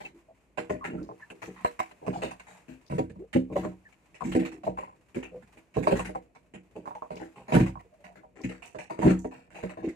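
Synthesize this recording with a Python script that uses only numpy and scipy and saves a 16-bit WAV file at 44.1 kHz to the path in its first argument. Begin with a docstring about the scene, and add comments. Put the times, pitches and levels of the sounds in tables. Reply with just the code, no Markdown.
"""At the bottom boards of a small wooden boat at rest on a short chop, wavelets slap the planking.
Each slap is a train of pressure clicks that excites hull modes (knock), the hollow (thud) and drops (splash, spray).
Water washes faintly along the sides as shaped noise; trapped air glugs as sliding tones; fine drops spatter.
Two microphone ports hear each slap with a lag and a treble shade set by the side it strikes."""
import sys
import numpy as np
from scipy import signal
from scipy.fft import rfft, irfft, next_fast_len
from scipy.io import wavfile
from scipy.ndimage import uniform_filter1d

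SR = 44100
rng = np.random.default_rng(int(sys.argv[2]) if len(sys.argv) > 2 else 0)


def to_wav(sig):
    """Store sig (one row per channel, or 1-D mono) as 16-bit WAV at the path in sys.argv[1].

    Samples outside -1..1 are clipped; the rate is SR.
    """
    pcm = np.clip(np.atleast_2d(sig), -1, 1) * 32767
    pcm = np.round(pcm).astype(np.int16)
    wavfile.write(sys.argv[1], SR, pcm.T)  # frames by channels


N = 438794
SPAN = 12000   # samples rendered for one slap or spatter
SPAN_HZ = np.arange(SPAN // 2 + 1) * SR / SPAN   # frequencies of its spectrum

# vibration modes of the planking: (frequency [Hz], relative level [dB], t60 [s])
PLANK_MODES = [(258.9, 3, 0.26), (301.9, 0, 0.23), (328, 1, 0.28), (387, -1, 0.18), (434.5, 0, 0.11),
               (478.9, -2, 0.22), (502, -6.5, 0.17), (545.2, 0.5, 0.1), (611.8, 4, 0.12), (690, 5, 0.038),
               (757, 0.5, 0.12), (831, 7, 0.035), (946.3, 4, 0.13), (1050, 16.5, 0.024)]
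# resonances of the hollow of the hull: (frequency [Hz], relative level [dB], t60 [s])
HOLLOW_MODES = [(55.6, 0, 0.57), (91.3, -14, 0.52), (120.6, -5, 0.24), (146.5, 1, 0.09), (184.2, 3, 0.26),
                (233.6, 2, 0.074)]


def from_db(db):
    """Level as amplitude: decibels to gain."""
    return 10 ** (np.asarray(db) / 20)


def at_hz(points, hz):
    """Spectral envelope: dB points joined over log frequency, as gain, silent outside the ends."""
    points = np.array(points)
    level_db = np.interp(np.log(hz + 1), np.log(points[:, 0]), points[:, 1], -200, -200)
    return from_db(level_db)


def modes(table, hz):
    """Damped resonance: complex response of each decaying mode, one row a mode."""
    mode_hz, level_db, t60 = np.array(table).T[:, :, None]
    damping = np.log(1000) / t60
    return from_db(level_db) * mode_hz / ((damping + 2j * np.pi * hz) ** 2 + (2 * np.pi * mode_hz) ** 2)


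def drift(rate_hz):
    """Low-passed noise: slow chance of spread 1, computed at every 40th sample."""
    r = np.exp(-80 * np.pi * rate_hz / SR)
    white = rng.standard_normal(N // 40 + 2002)
    slow = signal.lfilter([1], [1, -2 * r, r * r], white)[2000:]
    return np.interp(np.arange(N) / 40, np.arange(len(slow)), slow / slow.std())


def patchy_noise(colour, alike, patchy_db):
    """Partial coherence: coloured noise partly shared by the ports, swelling by chance; rms 1."""
    mid, side = rng.standard_normal((2, N))
    white = np.sqrt(1 + alike) * mid + np.sqrt(1 - alike) * side * [[1], [-1]]
    size = next_fast_len(N)
    hz = np.arange(size // 2 + 1) * SR / size
    noise = irfft(rfft(white, size) * colour(hz), size)[:, :N]
    noise *= from_db(patchy_db * drift(12.0))
    return noise / noise.std()


def laps(per_s, spread_db, dies_s):
    """Shot noise: tiny ripples at random moments, sudden swells that die away exponentially."""
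    sizes = (rng.random(N) < per_s / SR) * from_db(spread_db * rng.standard_normal(N))
    return signal.lfilter([1], [1, -np.exp(-1 / (dies_s * SR))], sizes + 1e-18)


def stirred(slapped, rest_db, stirred_db, slope, settle_s):
    """Relaxation: recent slap power, raised to a slope in dB per dB, adds to a resting level.

    stirred_db is the added level when the recent slap level is 0 dB."""
    r = np.exp(-1 / (settle_s * SR))
    lately = signal.lfilter([1 - r], [1, -r], np.mean(slapped ** 2, axis=0))
    return np.hypot(from_db(rest_db), from_db(stirred_db) * lately ** (slope / 2))


def wash(slapped):
    """Flow noise: water sliding along the planks keeps their modes humming and trickles on top."""
    # spectrum of the hum along the hull: (frequency [Hz], relative density [dB])
    hull_spectrum = [(15, -46), (25, 4), (179, -0.5), (270, -2.5), (321, -2.5), (375, -3.5), (637, -8),
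                     (852, -28.5), (1500, -45), (3300, -120)]
    # spectrum of the trickle: (frequency [Hz], relative density [dB])
    trickle_spectrum = [(590, -7), (1000, -4.5), (1320, -11.5), (2540, -8), (3300, -20.5), (5350, -24),
                        (7210, -19.5), (11400, -28), (15600, -37)]
    # how busily the water runs along the sides: (time [s], gain on the trickle [dB])
    busy = [(0, -10), (.5, -10.5), (1.3, -2.5), (2.5, -0.5), (3.203, -11), (4.0, -5), (5.05, -10.5),
            (5.5, -5), (6.4, -14.5), (7.3, -3), (8.7, -16.5)]

    def hum(hz):
        """Resonant filtering: the wash spectrum, lifted at the modes."""
        ringing = np.abs(modes(PLANK_MODES + HOLLOW_MODES, hz)).max(axis=0)
        lift = ringing / uniform_filter1d(ringing, size=2000)
        return at_hz(hull_spectrum, hz) * lift ** 0.38

    hull = patchy_noise(hum, alike=.75, patchy_db=1.5)
    trickle = patchy_noise(lambda hz: at_hz(trickle_spectrum, hz), alike=.2, patchy_db=1.0)
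    trickle *= 1 + laps(per_s=9, spread_db=4, dies_s=.025)
    trickle *= from_db(np.interp(np.arange(N) / SR, *np.transpose(busy)))
    hull_level = stirred(slapped, rest_db=-65, stirred_db=-33, slope=1.8, settle_s=.01)
    # so steep a slope leaves the trickle near rest unless slaps are very loud
    trickle_level = stirred(slapped, rest_db=-64.5, stirred_db=-42, slope=8, settle_s=8)
    return hull_level * hull + trickle_level * trickle


def push(dies_s, per_s, spread_db, rise_s, bend, first_db, surge_db):
    """Impulsive loading: spectra of uneven, surging pressure clicks that rise fast and fall, with one main blow.

    The fall reaches 60 dB at dies_s; a bend above 1 steepens it as it goes, below 1 eases it."""
    surge_samples = 400
    rise_power, usual_push_s = 0.59, 0.2   # a longer push also rises more slowly
    blow_after_rises = 1.2   # the main blow lands once the water has begun to press
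    t = np.arange(SPAN) / SR
    count = len(dies_s)
    draw = (2 * rng.random((count, SPAN)) - 1) * SR / per_s   # within +-1 marks a click
    size_db = -spread_db * np.log(np.minimum(np.abs(draw), 1) + .02)
    clicks = (np.abs(draw) < 1) * np.sign(draw) * from_db(size_db)
    surges = np.repeat(rng.standard_normal((count, SPAN // surge_samples)), surge_samples, axis=1)
    clicks *= from_db(surge_db * uniform_filter1d(surges, size=surge_samples // 2))
    rise_s = rise_s * (dies_s[:, None] / usual_push_s) ** rise_power
    fall_db = np.maximum(-60 * (t / dies_s[:, None]) ** bend, -200)
    clicks *= (1 - np.exp(-t / rise_s)) * from_db(fall_db)
    clicks *= np.clip(4 - 5 * t * SR / SPAN, 0, 1)   # leaves the last fifth free for ringing
    blow_at = (blow_after_rises * rise_s[:, 0] * SR).astype(int)
    clicks[np.arange(count), blow_at] = from_db(first_db)
    return rfft(clicks)


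def hard_blows(s, level_db):
    """Impulse excitation: hardest blows, where the wavelet closes on the wood, as spectra per slap."""
    # moments of the hardest blows inside the stronger slaps: (time [s])
    blow_s = np.array([.583, .707, .934, 0.952, 1.431, 1.648, 1.802, 2.081, 2.235, 2.992, 3.36, 3.566, 3.65,
                       4.221, 4.352, 4.364, 4.676, 4.788, 5.169, 5.769, 5.872, 5.925, 5.995, 6.157, 6.765,
                       6.877, 6.952, 7.022, 7.107, 7.217, 7.542, 7.554, 7.567, 7.603, 8.453, 8.515, 8.789,
                       8.906, 8.991, 9.055, 9.065, 9.251, 9.636])
    clicks = np.zeros((len(s), SPAN))
    slap = np.searchsorted(s, blow_s) - 1   # the latest slap begun
    clicks[slap, ((blow_s - s[slap]) * SR).astype(int)] = from_db(level_db)
    return rfft(clicks)


def struck(table, centre_hz, width_octaves, chance_db, unlike):
    """Modal superposition: modes near the centre are favoured, each met by chance, unlike at the two ports."""
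    alike_below_hz = 820   # below this, the lower the mode the more alike it reaches both ports
    mode_hz = np.array(table)[:, 0]
    octaves = np.log2(mode_hz / centre_hz[:, None])
    chance = from_db(chance_db * rng.standard_normal(octaves.shape))
    near = chance / (1 + np.abs(octaves / width_octaves) ** 3)
    port_spread = unlike * np.minimum(mode_hz / alike_below_hz, 1)
    ports = 1 + port_spread * rng.standard_normal((len(near), 2, len(table)))
    share = near[:, None] * ports * (-1) ** np.arange(len(table))   # neighbours in opposite phase
    return share @ modes(table, SPAN_HZ)


def droplets(centre_hz, width_octaves):
    """Scaled resonance: small drops ring 25 cycles to t60 at any size, tilted up 6 dB an octave."""
    table = [(pitch, 0, 25.0 / pitch) for pitch in np.geomspace(3200, 15000, num=24)]
    return np.arange(SPAN // 2 + 1) * struck(table, centre_hz, width_octaves, chance_db=2.5, unlike=0.55)


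def at_level(spectra, level_db):
    """Rms scaling: sets the level of the first 25 ms of each event; spectra are (event, port, Hz)."""
    first = irfft(spectra)[..., :int(.025 * SR)]
    rms = np.sqrt(np.mean(first ** 2, axis=(1, 2)) + 1e-20)
    return spectra * (from_db(level_db) / rms)[:, None, None]


def laid_out(s, spectra):
    """Superposition: adds each event at its time, starting 1 ms early to leave room for port lags."""
    out = np.zeros((2, N + SPAN))
    starts = np.round((s - .001) * SR).astype(int)
    for start, wave in zip(starts, irfft(spectra)):
        out[:, start:start + SPAN] += wave
    return out[:, :N]


def slaps():
    """Forced vibration: each wavelet's push, filtered by modes, gives its knock, thud, splash and spray."""
    # wavelets on the hull; each push scales the fall time, held to .02-.5 s:
    # (time [s], knock [dB], knock centre [Hz], thud [dB], splash [dB], splash centre [Hz], fall time [s],
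    #  side struck [1 right, -1 left, 0 amidships])
    wavelets = [(0.003, -43.5, 750, -55.5, -50.5, 2220, 0.19, -1),
                (0.048, -54, 377, -61, -51.5, 2650, 0.17, 0), (0.574, -30.5, 550, -47, -36, 2260, 0.21, 1),
                (0.695, -26.5, 487, -34, -40.5, 1880, 0.23, 1),
                (0.841, -37.5, 614, -48, -35, 1800, 0.21, -1),
                (0.876, -41, 300, -42.5, -56, 1880, 0.31, -1),
                (0.933, -35.5, 304, -39.5, -59.5, 2140, 0.27, -1),
                (0.98, -44.5, 302, -53, -67, 1470, 0.55, -1), (1.088, -41, 556, -51, -77, 2150, 0.16, -1),
                (1.196, -59.5, 905, -68, -59.5, 1800, 0.31, 1), (1.301, -48, 450, -55, -47, 2760, 0.093, 1),
                (1.418, -43.5, 513, -55, -40.5, 2000, 0.25, 1),
                (1.474, -40.5, 360, -45.5, -63, 2110, 0.13, 0),
                (1.559, -57, 1030, -63, -54.5, 2030, 0.64, -1),
                (1.646, -21.5, 930, -51.5, -36.5, 2110, 0.15, 1),
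                (1.791, -26.5, 980, -53, -36.5, 2370, 0.18, 1),
                (1.912, -53.5, 660, -67.0, -55, 2300, 0.064, -1),
                (2.014, -46, 546, -59.0, -72, 1970, 0.53, -1),
                (2.064, -29, 408, -35, -47.5, 2060, 0.19, -1), (2.127, -41, 660, -53, -50, 2130, 0.66, -1),
                (2.219, -30.5, 494, -42, -39, 2400, 0.25, -1), (2.309, -41, 780, -55, -49, 2150, 0.14, -1),
                (2.396, -53, 920, -65, -49.5, 2350, 0.098, -1),
                (2.467, -54.5, 770, -69, -54, 2070, 0.52, -1),
                (2.681, -45, 330, -55.5, -57.5, 2060, 0.3, -1),
                (2.897, -41, 543, -36.5, -51, 1950, 0.48, 1),
                (2.981, -23.5, 440, -34, -43.5, 2090, 0.13, 1),
                (3.097, -50, 418, -46, -58.5, 2200, 0.096, 0),
                (3.157, -55, 576, -45.5, -83.0, 2200, 0.074, 1), (3.329, -47, 710, -48, -39, 2640, 0.2, -1),
                (3.349, -17.5, 323, -34.5, -52, 2530, 0.18, -1),
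                (3.498, -38.5, 325, -45, -72, 2450, 0.56, 0), (3.525, -51, 331, -49, -56, 2820, 0.18, 0),
                (3.555, -30.5, 573, -41, -47, 2280, 0.42, 0), (3.633, -34, 526, -37, -46.5, 1690, 0.19, -1),
                (3.924, -94, 1150, -80, -61, 2030, 0.089, 0), (4.143, -57, 513, -73, -53.5, 2360, 0.2, 1),
                (4.206, -33, 770, -45, -52, 1610, 0.18, 1), (4.237, -36, 266, -38.5, -46.0, 2490, 0.48, 1),
                (4.318, -45, 700, -56, -42, 2470, 0.15, 1), (4.348, -20, 370, -36.5, -39.5, 2180, 0.2, 1),
                (4.392, -38, 326, -37, -43.5, 2400, 0.26, 1), (4.45, -42.5, 350, -67, -41, 2400, 0.16, 1),
                (4.517, -56, 910, -55, -52, 2670, 0.18, 1), (4.633, -40.5, 765, -48, -53.5, 2080, 0.26, 1),
                (4.665, -25, 577, -39.5, -54.5, 1540, 0.17, -1),
                (4.771, -32.5, 800, -59.5, -50.5, 2260, 0.39, -1),
                (5.145, -44, 416, -55, -47.5, 2070, 0.21, -1),
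                (5.158, -29, 340, -41.5, -51.5, 1820, 0.23, 1), (5.227, -47, 483, -64, -45, 2400, 0.18, -1),
                (5.31, -56, 495, -56.5, -83, 2280, 0.56, -1),
                (5.423, -73.5, 900, -56.5, -59.5, 1930, 0.12, 0),
                (5.571, -56, 450, -65, -57, 2500, 0.091, -1), (5.74, -56.5, 614, -58, -51.5, 1970, 0.26, 1),
                (5.761, -23.5, 400, -28.5, -49, 1950, 0.27, 1),
                (5.827, -40, 460, -48, -42.5, 1950, 0.21, 1), (5.869, -19, 530, -38, -37, 1770, 0.2, 1),
                (5.908, -21, 437, -27.5, -37, 2560, 0.18, -1), (5.955, -38, 415, -48, -40, 1950, 0.34, 0),
                (5.992, -32, 950, -42, -38, 1970, 0.1, 1), (6.047, -46.5, 433, -49, -41.5, 2120, 0.21, -1),
                (6.092, -38, 480, -54, -66, 2200, 0.087, 1),
                (6.148, -31.5, 750, -52.5, -53, 1865, 0.15, -1),
                (6.349, -54, 650, -65, -59.5, 2450, 0.17, -1),
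                (6.537, -46.5, 297, -50.5, -50.5, 2510, 0.19, 1),
                (6.753, -39, 421, -49.5, -60, 2400, 0.29, 0), (6.855, -43, 734, -68, -60, 1600, 0.14, 1),
                (6.87, -37, 980, -78, -58, 1690, 0.21, 1), (6.949, -42, 850, -64, -57, 2160, 0.13, 0),
                (7.02, -36, 1100, -80, -67.5, 1640, 0.23, 1), (7.103, -36, 540, -45, -54.5, 2100, 0.29, 1),
                (7.166, -54, 573, -63, -52.5, 2540, 0.14, 0), (7.198, -40, 450, -59.5, -53, 1800, 0.31, -1),
                (7.357, -51.5, 540, -57.5, -58, 2600, 0.39, 0),
                (7.48, -40.5, 606, -47, -48.5, 1800, 0.64, 1), (7.52, -25, 670, -26, -36, 2130, 0.38, 1),
                (7.541, -19.5, 284, -21, -30, 1890, 0.24, 1),
                (7.598, -21, 273, -21.5, -37.5, 2120, 0.17, 0),
                (7.66, -41.5, 900, -40.5, -44.0, 2150, 0.19, -1),
                (7.754, -42, 1150, -49.5, -96, 1550, 0.13, 1),
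                (7.794, -74, 570, -68, -58.5, 2300, 0.089, -1), (8.04, -51, 696, -55.5, -53, 2536, 0.21, 1),
                (8.155, -56, 513, -59, -57.5, 1550, 0.22, -1), (8.231, -51, 880, -80, -94, 2040, 0.17, 1),
                (8.355, -53.5, 426, -80.0, -58, 1600, 0.62, 0),
                (8.435, -31, 277, -36.5, -41.5, 2170, 0.18, 1),
                (8.49, -43.5, 430, -61, -47, 2120, 0.14, -1),
                (8.512, -50.5, 504, -62.0, -49.5, 2150, 0.29, -1),
                (8.621, -53, 765, -64, -48, 2550, 0.28, 1), (8.746, -39.5, 460, -52, -54.5, 1730, 0.14, 1),
                (8.785, -40, 795, -55, -43.5, 2580, 0.26, 1), (8.897, -35, 600, -48.5, -47, 1830, 0.28, 1),
                (8.987, -30, 410, -40, -48, 2240, 0.59, 1), (9.018, -29, 900, -29.5, -41, 1650, 0.44, 1),
                (9.043, -17.5, 304, -22.5, -47.5, 2120, 0.24, -1),
                (9.07, -25.5, 330, -32.5, -39, 1990, 0.23, 1),
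                (9.095, -31, 430, -27.5, -35.5, 1650, 0.17, 1),
                (9.244, -30.5, 442, -51, -55.5, 1880, 0.13, 1), (9.31, -47.5, 820, -62, -56, 2120, 0.5, -1),
                (9.503, -61, 492, -64, -58.0, 2360, 0.35, -1), (9.544, -47, 570, -61, -49, 2280, 0.53, -1),
                (9.627, -32.5, 382, -39, -47, 1850, 0.22, -1), (9.692, -47, 600, -66, -47, 1780, 0.2, -1),
                (9.77, -40, 560, -53, -57.5, 2150, 0.31, -1), (9.83, -40, 383, -66, -54.5, 2110, 0.6, 0),
                (9.884, -65, 330, -54, -49, 2030, 0.13, -1)]
    # spectrum of the splash: (frequency [Hz], relative density [dB])
    splash_spectrum = [(700, 12.5), (1300, -5), (2700, 0), (3300, -10.5), (6000, -62)]
    # spectrum of the spray: (frequency [Hz], relative density [dB])
    spray_spectrum = [(1760, -26.5), (3000, -9.5), (4030, -5), (5240, -12), (7290, -5), (11400, -20),
                      (15600, -27.5)]
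    # how fine the spray flies, changing slowly with the chop: (time [s], spray over splash [dB])
    fineness = [(0, -9), (.8, -19), (2.3, -11), (4.3, -11), (5.2, -13), (5.9, -11.5), (6.6, -12),
                (8.4, -13.5), (9.0, -13), (9.9, -14)]
    spray_chance_db, spray_per_knock = 1, 0.071   # the second: dB per dB of knock over splash
    lean_db, lean_chance_db = -0.73, 1.5   # left minus right, and its spread from slap to slap
    port_lag_ms = 0.45   # the far port hears a slap on one side this much later
    shade_full_db, shade_from_hz = -1, 700   # left minus right in the treble of a slap on the right
    soft_over_centre = 2.9   # water is a soft hammer: the knock dulls above this multiple of its centre

    s, knock_db, knock_hz, thud_db, splash_db, splash_hz, dies_s, struck_side = np.array(wavelets).T
    pan_chance, spray_chance = rng.standard_normal((len(s), 2)).T
    spray_db = splash_db + np.interp(s, *np.transpose(fineness)) + spray_chance_db * spray_chance
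    spray_db += spray_per_knock * (knock_db - splash_db)
    dies_s = np.clip(dies_s, .02, .5)

    blow = push(0.88 * dies_s, per_s=700, spread_db=5.0, rise_s=0.001847, bend=0.98, first_db=10.0, surge_db=4.0)
    blow = blow + hard_blows(s, level_db=19)
    soft = 1 / (1 + 1j * SPAN_HZ / (soft_over_centre * knock_hz[:, None])) ** 2
    # air caught under the wavelet sounds for a few cycles, the planks ring on
    pocket = modes([(pitch, 14, 12.0 / pitch) for pitch in knock_hz], SPAN_HZ)[:, None]
    planks = struck(PLANK_MODES, knock_hz, width_octaves=0.84, chance_db=2.5, unlike=1.0)
    knock = (blow * soft)[:, None] * (pocket + planks)

    # the hollow takes the slower shove of the whole wavelet
    shove = push(0.63 * dies_s, per_s=650, spread_db=5.0, rise_s=0.0027, bend=1.37, first_db=9.5, surge_db=0.0)
    shove = shove + hard_blows(s, level_db=11.5)
    hollow = struck(HOLLOW_MODES, 170 + 0 * s, width_octaves=1.0, chance_db=2.5, unlike=0.24)
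    thud = shove[:, None] * hollow

    # drops burst all along the wavelet, so the ports share only part of them
    shared = push(0.49 * dies_s, per_s=250, spread_db=6.5, rise_s=0.0016, bend=0.81, first_db=12.0, surge_db=0.5)
    shared = (shared + hard_blows(s, level_db=17.5))[:, None]
    twice = np.repeat(dies_s, 2)   # one push a port
    own = push(0.95 * twice, per_s=1800, spread_db=4.0, rise_s=0.0053, bend=0.98, first_db=-3.5, surge_db=2.0)
    own = own.reshape(len(s), 2, -1)
    mist = push(0.93 * twice, per_s=3400, spread_db=0.5, rise_s=0.01, bend=0.97, first_db=-9.5, surge_db=2.0)
    mist = mist.reshape(len(s), 2, -1)
    # trapped air rings a set number of cycles at any size
    bubbles = [(pitch, 0, 22.0 / pitch) for pitch in np.geomspace(1300, 3000, num=20)]
    ringing = struck(bubbles, splash_hz, width_octaves=0.63, chance_db=2.5, unlike=0.54)
    splash = (0.44 * shared + own) * at_hz(splash_spectrum, SPAN_HZ) * ringing
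    drops = droplets(7000 + 0 * s, width_octaves=4.4)
    spray = (0.24 * shared + mist) * at_hz(spray_spectrum, SPAN_HZ) * drops

    whole = at_level(knock, knock_db) + at_level(thud, thud_db)
    whole += at_level(splash, splash_db) + at_level(spray, spray_db)
    # the nearer port hears the slap earlier
    port = np.array([.5, -.5])[:, None]   # left, right
    struck_side = struck_side[:, None, None]
    pan_db = (lean_db + lean_chance_db * pan_chance)[:, None, None]
    shade_db = shade_full_db * struck_side * SPAN_HZ ** 2 / (SPAN_HZ ** 2 + shade_from_hz ** 2)
    delay_ms = port * port_lag_ms * struck_side + 1
    late = np.exp(-2j * np.pi * SPAN_HZ * delay_ms / 1000)
    return laid_out(s, whole * late * from_db(port * (pan_db + shade_db)))


def glugs():
    """Bubble resonance: air pockets sing as water closes or opens them, rough tones whose pitch slides."""
    # air pockets: (loudest time [s], peak before wavering [dB], start pitch [Hz], end pitch [Hz],
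    #  time from loudest to silence [s])
    pockets = [(0.162, -50.5, 339, 335, 0.081), (0.3, -48, 645, 653, 0.045), (0.06, -38, 2690, 2560, 0.028),
               (0.826, -36.5, 1100, 1050, 0.045), (0.917, -53, 2750, 2840, .03),
               (0.99, -52, 1370, 1370, 0.041), (1.022, -33.5, 309, 328, .035),
               (1.23, -45, 1750, 1740, 0.039), (1.363, -54, 381, 406, 0.056),
               (2.159, -34.5, 783, 680, 0.046), (3.214, -38.5, 311, 462, 0.068),
               (3.566, -19.5, 557, 592, 0.024), (3.864, -51, 1830, 1710, 0.033),
               (4.525, -45, 325, 316, 0.2), (5.35, -41, 506, 498, 0.092), (6.97, -39, 816, 870, .035),
               (7.861, -51.5, 460, 454, 0.034), (7.939, -56.5, 621, 630, 0.047),
               (8.008, -56, 580, 587, .055), (8.088, -50, 700, 694, 0.074), (8.907, -36, 896, 894, 0.021),
               (9.862, -27, 329.5, 327, 0.084)]
    out = np.zeros((2, N))
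    waver, wobble = drift(90), drift(70)   # of level and of phase
    lags = rng.uniform(-0.49, 1, len(pockets))
    for (s, peak_db, start_hz, end_hz, length_s), lag in zip(pockets, lags):
        at = np.arange(int((s - .4 * length_s) * SR), min(int((s + length_s) * SR), N))
        gone = (at / SR - s) / length_s + .4   # 0 at birth, loudest at .4, pitch settled at 1, silent at 1.4
        turns = np.cumsum(start_hz * (end_hz / start_hz) ** np.minimum(gone, 1)) / SR
        turns += .11 * wobble[at]
        swell = gone / .4 * np.exp(1 - gone / .4) * np.clip((1.4 - gone) / .8, 0, 1)
        apart = lag * 0.00018 * end_hz * np.array([[1], [-1]])   # turns by which one port leads
        out[:, at] += from_db(peak_db + 3.0 * waver[at]) * swell * np.sin(2 * np.pi * (turns + apart))
    return out


def spatters():
    """Granular impact noise: fine drops thrown on the wood, short bright bursts each around its own pitch."""
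    # bursts of fine drops: (time [s], level [dB], centre [Hz])
    bursts = [(1.025, -65.5, 5000), (1.464, -62, 6430), (2.861, -65, 4550), (7.153, -59.5, 4460),
              (8.412, -62, 5200), (8.655, -58, 6650), (9.188, -55.5, 6500)]
    s, level_db, centre_hz = np.array(bursts).T
    dies_s = np.full(2 * len(s), 0.28)   # one push a port
    fall = push(dies_s, per_s=3900, spread_db=5.5, rise_s=0.004, bend=1.0, first_db=22.0, surge_db=3.0)
    drops = fall.reshape(len(s), 2, -1) * droplets(centre_hz, width_octaves=0.35)
    return laid_out(s, at_level(drops, level_db))


def scene():
    """Linear superposition: slaps, spatters and glugs over the wash that the slaps stir."""
    slapped = slaps()
    return slapped + spatters() + glugs() + wash(slapped)


def record(dry):
    """Band limiting: the microphones lose the deepest bass below 46 Hz; the top is cut at 15.6 kHz."""
    bass_cut = signal.butter(4, 46, "high", fs=SR, output="sos")
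    top_cut = signal.ellip(10, .5, 70, 15600, fs=SR, output="sos")   # .5 dB ripple, 70 dB stop
    thin = signal.sosfilt(bass_cut, dry)
    return signal.sosfilt(top_cut, thin)


dry = scene()
out = record(dry)
to_wav(out)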